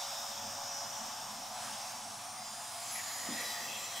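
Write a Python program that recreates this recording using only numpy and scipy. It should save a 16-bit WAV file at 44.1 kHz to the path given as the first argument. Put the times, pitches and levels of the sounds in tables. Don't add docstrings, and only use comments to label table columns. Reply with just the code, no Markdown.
import sys
import numpy as np
from scipy import signal
from scipy.fft import rfft, irfft
from scipy.io import wavfile
from scipy.ndimage import uniform_filter1d, map_coordinates

SR = 44100
rng = np.random.default_rng(int(sys.argv[2]) if len(sys.argv) > 2 else 0)


def dump(signal):
    limited = np.clip(np.atleast_2d(signal).T, -1, 1)
    pcm = np.round(limited * 32767).astype(np.int16)
    wavfile.write(sys.argv[1], SR, pcm)


N = 176400

# time in seconds, turns per second.
MOTOR_SPEED = [(0, 562.7), (.3, 562.1), (.85, 561.3), (1.15, 559.6), (1.8, 558.2), (2.3, 556.4),
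               (2.48, 554.5), (4, 554.4)]
# time in seconds, relative level in dB.
ROAR_LEVEL = [(0, -46), (.5, -47.5), (.9, -46.5), (1.35, -48), (1.7, -47), (2.1, -49), (2.6, -49.5),
              (3.3, -47.5), (4, -50)]
RUMBLE_LEVEL = [(0, -65.5), (.33, -62.5), (.45, -56.5), (.62, -61.5), (1.7, -59.5), (2.1, -61.5),
                (2.8, -64), (3, -60), (4, -62)]
SHAFT_LEVEL = [(0, -56.5), (.3, -57.5), (.85, -59.5), (1.2, -68.5), (1.8, -64.5), (2.2, -74), (4, -69)]
WHINE_LEVEL = [(0, -50.5), (.12, -49), (.3, -54.5), (.87, -52.5), (.95, -63), (1.15, -56.5), (1.46, -60),
               (1.8, -55), (2, -62), (2.32, -72), (2.38, -54.5), (2.48, -50.5), (2.62, -55.5), (3.3, -53),
               (3.4, -53), (3.46, -48), (3.7, -54.5), (3.76, -58), (4, -60)]
# frequency in Hz, relative level in dB.
ROAR_COLOUR = [(400, -37), (520, -23), (620, -8), (690, -1), (860, -4), (1000, -4.5), (1200, -7),
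               (1450, -11), (2100, -26), (4000, -39), (9000, -51)]
RUMBLE_COLOUR = [(20, -9), (38, -14), (60, -10.5), (76, -15), (98, 3), (115, -3.5), (132, -8), (152, -0.5),
                 (185, -5.5), (215, 6.5), (240, 1.5), (270, -1), (320, -10), (400, -12), (560, -5),
                 (1000, -44)]
# pitch in Hz, rough width in Hz, relative level in dB.
HOUSING_RINGS = [(647.5, 16, -7.5), (694.6, 12.4, 1.5), (737.5, 12, 2.5), (801, 10.4, 0.5), (861, 16, 1.5),
                 (909, 11, -3.5), (977, 15.4, -4), (1039, 11.3, -3.5), (1133, 8.5, -2), (1176, 16, -6),
                 (1264, 17, -6)]
TUBE_RINGS = [(1174, 75, 2.5), (1960, 210, 2), (2550, 190, -3.5), (3260, 300, -1), (4030, 290, -2),
              (5820, 580, 2), (7500, 570, -1.5), (13550, 160, -11)]

# frequency in Hz, relative level in dB.
SEATED_COLOUR = [(700, -26), (1500, -9), (2200, -14.5), (3000, -11), (3650, -9), (4100, -15), (4900, -8.5),
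                 (5220, -8.5), (5490, 2.5), (5780, -5), (6500, -6), (7100, -8), (7450, -10.5),
                 (8450, -12.5), (8780, -9), (9600, -23.5), (11000, -22.5), (16000, -33)]
TILTED_COLOUR = [(700, -20), (1350, -5.5), (1650, -2), (2200, -3), (2800, -3.5), (3400, -2.5), (4000, -1),
                 (4600, -2), (5250, -1.5), (5750, -1), (6450, -1), (7400, -1.5), (8300, -4.5), (9200, -3.5),
                 (11000, -8.5), (12200, -15), (16000, -25)]
FIZZ_COLOUR = [(6000, -9), (9500, -19.5), (12000, 11.5), (13400, 3), (14400, 9), (15700, 2.5)]
# time in seconds, relative level in dB.
SEATED_LEVEL = [(0, -43.5), (.5, -44.5), (.8, -44), (1.1, -44.5), (1.48, -47.5), (1.6, -50.5),
                (1.85, -48.5), (2.05, -49.5), (2.35, -51.5), (2.6, -54), (4, -63)]
TILTED_LEVEL = [(0, -49), (.6, -62), (1.5, -52.5), (1.62, -45), (1.9, -47.5), (2.05, -51.5), (2.35, -51),
                (2.7, -48), (2.9, -44), (3.15, -44.5), (3.45, -44), (3.65, -46), (4, -46)]
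FIZZ_LEVEL = [(0, -57), (.22, -55), (.45, -58), (.8, -59), (1.5, -62), (1.67, -60), (1.92, -60),
              (2.02, -64), (2.45, -62), (2.75, -60), (2.97, -55), (3.2, -56), (3.5, -53.5), (4, -58)]
TUBE_LEVEL = [(0, -75), (2.7, -62), (2.95, -56), (3.25, -54.5), (3.45, -45), (3.7, -46.5), (3.85, -46),
              (4, -45.5)]
# start and end in seconds, pitch in Hz, rough width in Hz, level in dB.
WHISTLES = [ (-.1, 0.36, 3700, 300, -54.5), (.52, 1.5, 11700, 220, -67.5), (0.67, 0.845, 5760, 220, -48.5),
            (.7, 1.1, 5830, 120, -51.5), (1.527, 1.656, 7950, 500, -56), (1.582, 1.71, 1480, 600, -52.5),
            (1.62, 2.02, 8500, 1100, -59), (1.98, 2.12, 10400, 300, -62), (2.052, 2.24, 10000, 500, -58.5),
            (2, 2.202, 8200, 600, -57.5), (2.224, 2.424, 9100, 700, -54.5), (2.453, 2.805, 8800, 500, -55),
            (2.425, 2.686, 7150, 500, -54), (2.5, 2.95, 10060, 1000, -57.5), (2.815, 2.943, 7400, 600, -51),
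            (2.7, 3.202, 10800, 450, -56), (2.914, 2.994, 10970, 260, -45.5),
            (2.924, 2.99, 10340, 180, -49), (2.92, 3, 12500, 400, -57), (2.95, 3.256, 6700, 170, -52),
            (2.944, 3.426, 7020, 320, -49.5), (2.958, 3.013, 1920, 150, -44),
            (2.956, 3.019, 2300, 200, -52), (3.07, 3.232, 11150, 700, -52.5), (3.014, 3.32, 1920, 190, -54),
            (3.287, 3.663, 1900, 170, -47.5), (3.373, 3.437, 1950, 110, -45), (3.384, 3.46, 2300, 160, -51),
            (3.388, 3.54, 11300, 400, -54), (3.44, 3.535, 3900, 170, -48), (3.66, 3.79, 2665, 140, -50.5),
            (3.69, 3.8, 3320, 200, -49), (3.76, 3.87, 7350, 400, -49), (3.75, 3.86, 13150, 400, -60),
            (3.943, 4.05, 3230, 258, -47), (3.963, 4.05, 14400, 250, -54)]

# time in seconds, level in dB.
SCUFF_LEVEL = [(0, -71), (2.85, -91), (3.18, -63.5), (3.3, -57), (3.42, -51.5), (3.55, -61.5), (3.7, -57.5),
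               (4, -63)]
# frequency in Hz, relative level in dB.
SCUFF_COLOUR = [(80, -25), (200, -8), (300, -8.5), (420, -7), (560, 3), (1000, -41), (2500, -41)]
# start in seconds, relative level in dB.
BUMPS = [(3.288, -34), (3.305, -38.5), (3.338, -44)]
# pitch in Hz, relative level in dB, seconds to fade by 60 dB.
TABLE_NOTES = [(222, -2, 0.17), (256.5, 1.5, 0.16), (306, -2, 0.12)]

# frequency in Hz, likeness from 0 to 1 (the same).
MOTOR_ALIKE = [(60, 0.95), (250, 0.92), (600, 0.78), (1500, 0.84), (5000, 0.7)]
NOZZLE_ALIKE = [(1500, 0.84), (3500, 0.84), (6000, 0.89), (9000, 0.99), (12000, 1)]

FAN_BLADES = 9
HUM_HZ, HUM_DB = 121.2, -70
TOP_HZ = 15750


def amp(db):
    return 10 ** (np.asarray(db) / 20)


def unit(x):
    return x / np.sqrt(np.mean(x ** 2) + 1e-20)


def along(points, hz):
    freqs, values = np.transpose(points)
    return np.interp(np.log(hz + 1), np.log(freqs + 1), values)


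def curve(rows):
    times, values = np.transpose(rows)
    return np.interp(np.arange(N) / SR, times, values)


def wobble(rate):
    return map_coordinates(rng.standard_normal(int(N * rate / SR) + 4), [np.arange(N) * rate / SR])


def noise(gain, alike):
    hz = np.fft.rfftfreq(N, 1 / SR)
    spread = np.arccos(np.clip(along(alike, hz), -1, 1)) / 2
    spectrum = rfft(rng.standard_normal((2, N))) * gain(hz)
    mid, side = irfft(spectrum * [np.cos(spread), np.sin(spread)], N)
    return unit(np.array([mid + side, mid - side]))


def coloured_noise(colour, alike):
    return noise(lambda hz: amp(along(colour, hz)), alike)


def resonance(hz, centre, width):
    return 1 / (1 + ((hz - centre) / (0.62 * width)) ** 2)


def ringing_noise(rings, alike):
    return noise(lambda hz: sum(amp(db) * resonance(hz, pitch, width) for pitch, width, db in rings), alike)


def tone(hz, waver_db, apart):
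    phase = 2 * np.pi * np.cumsum(hz) / SR
    level = amp(waver_db * wobble(16))
    mid = unit(level * np.sin(phase + 0.15 * wobble(30)))
    side = apart * wobble(5) * np.cos(phase)
    return np.array([mid + side, mid - side])


def motor():
    exhaust = coloured_noise(ROAR_COLOUR, MOTOR_ALIKE)
    housing = ringing_noise(HOUSING_RINGS, MOTOR_ALIKE)
    roar = amp(curve(ROAR_LEVEL) - 2.5) * (exhaust + housing)
    rumble = amp(curve(RUMBLE_LEVEL) + 1.2 * wobble(6.5)) * coloured_noise(RUMBLE_COLOUR, MOTOR_ALIKE)
    speed = curve(MOTOR_SPEED)
    shaft = amp(curve(SHAFT_LEVEL)) * tone(speed, waver_db=1.3, apart=0.66)
    whine = amp(curve(WHINE_LEVEL)) * tone(FAN_BLADES * speed, waver_db=1.15, apart=0.45)
    hum = amp(HUM_DB) * tone(np.full(N, HUM_HZ), waver_db=1.8, apart=0.2)
    return roar + rumble + shaft + whine + hum


def rush(colour, patchy_db):
    spectra = signal.stft(coloured_noise(colour, NOZZLE_ALIKE), nperseg=512)[2]
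    patches = rng.standard_normal(spectra.shape[1:])
    patches = uniform_filter1d(patches, size=5, axis=0)
    patches = uniform_filter1d(patches, size=22, axis=1)
    air = signal.istft(spectra * amp(patchy_db * unit(patches)), nperseg=512)[1]
    return unit(air[:, :N])


def reflections(x):
    hz = np.fft.rfftfreq(N, 1 / SR)
    delays_s = rng.uniform(0.002, 0.016, size=10)
    echoes = 0.11 * np.exp(-2j * np.pi * delays_s[:, None] * hz).sum(axis=0)
    return irfft(rfft(x) * unit(np.abs(1 + echoes)), N)


def suction():
    seated = amp(curve(SEATED_LEVEL)) * rush(SEATED_COLOUR, patchy_db=1.1)
    tilted = amp(curve(TILTED_LEVEL)) * rush(TILTED_COLOUR, patchy_db=1.7)
    fizz = amp(curve(FIZZ_LEVEL)) * rush(FIZZ_COLOUR, patchy_db=1.0)
    tube = amp(curve(TUBE_LEVEL)) * ringing_noise(TUBE_RINGS, NOZZLE_ALIKE)
    flicker = amp(0.28 * wobble(29.92))
    return flicker * reflections(seated + tilted + fizz + tube)


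def whistles():
    t, out = np.arange(N) / SR, np.zeros((2, N))
    for start, end, pitch, width, db in WHISTLES:
        fade_s = 0.014 + 0.25 * (end - start)
        swell = np.clip((t - start) / fade_s + 0.5, 0, 1)
        fade = np.clip((end - t) / fade_s + 0.5, 0, 1)
        band = noise(lambda hz: resonance(hz, pitch, 1.68 * width) ** 2, NOZZLE_ALIKE)
        out += swell * fade * amp(db) * band
    return out


def scuff():
    return amp(curve(SCUFF_LEVEL)) * coloured_noise(SCUFF_COLOUR, MOTOR_ALIKE)


def bumps(attack_s=0.005):
    out = np.zeros(N)
    for start, db in BUMPS:
        t = np.maximum(np.arange(N) / SR - start, 0)
        ring = sum(amp(level - 60 * t / fade_s) * np.sin(2 * np.pi * hz * t)
                   for hz, level, fade_s in TABLE_NOTES)
        out += amp(db) * ring * (1 - np.exp(-t / attack_s))
    return out


def scene():
    return motor() + suction() + whistles() + scuff() + bumps()


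def record(dry):
    return irfft(rfft(dry) * (np.fft.rfftfreq(N, 1 / SR) < TOP_HZ), N)


dry = scene()
out = record(dry)
dump(out)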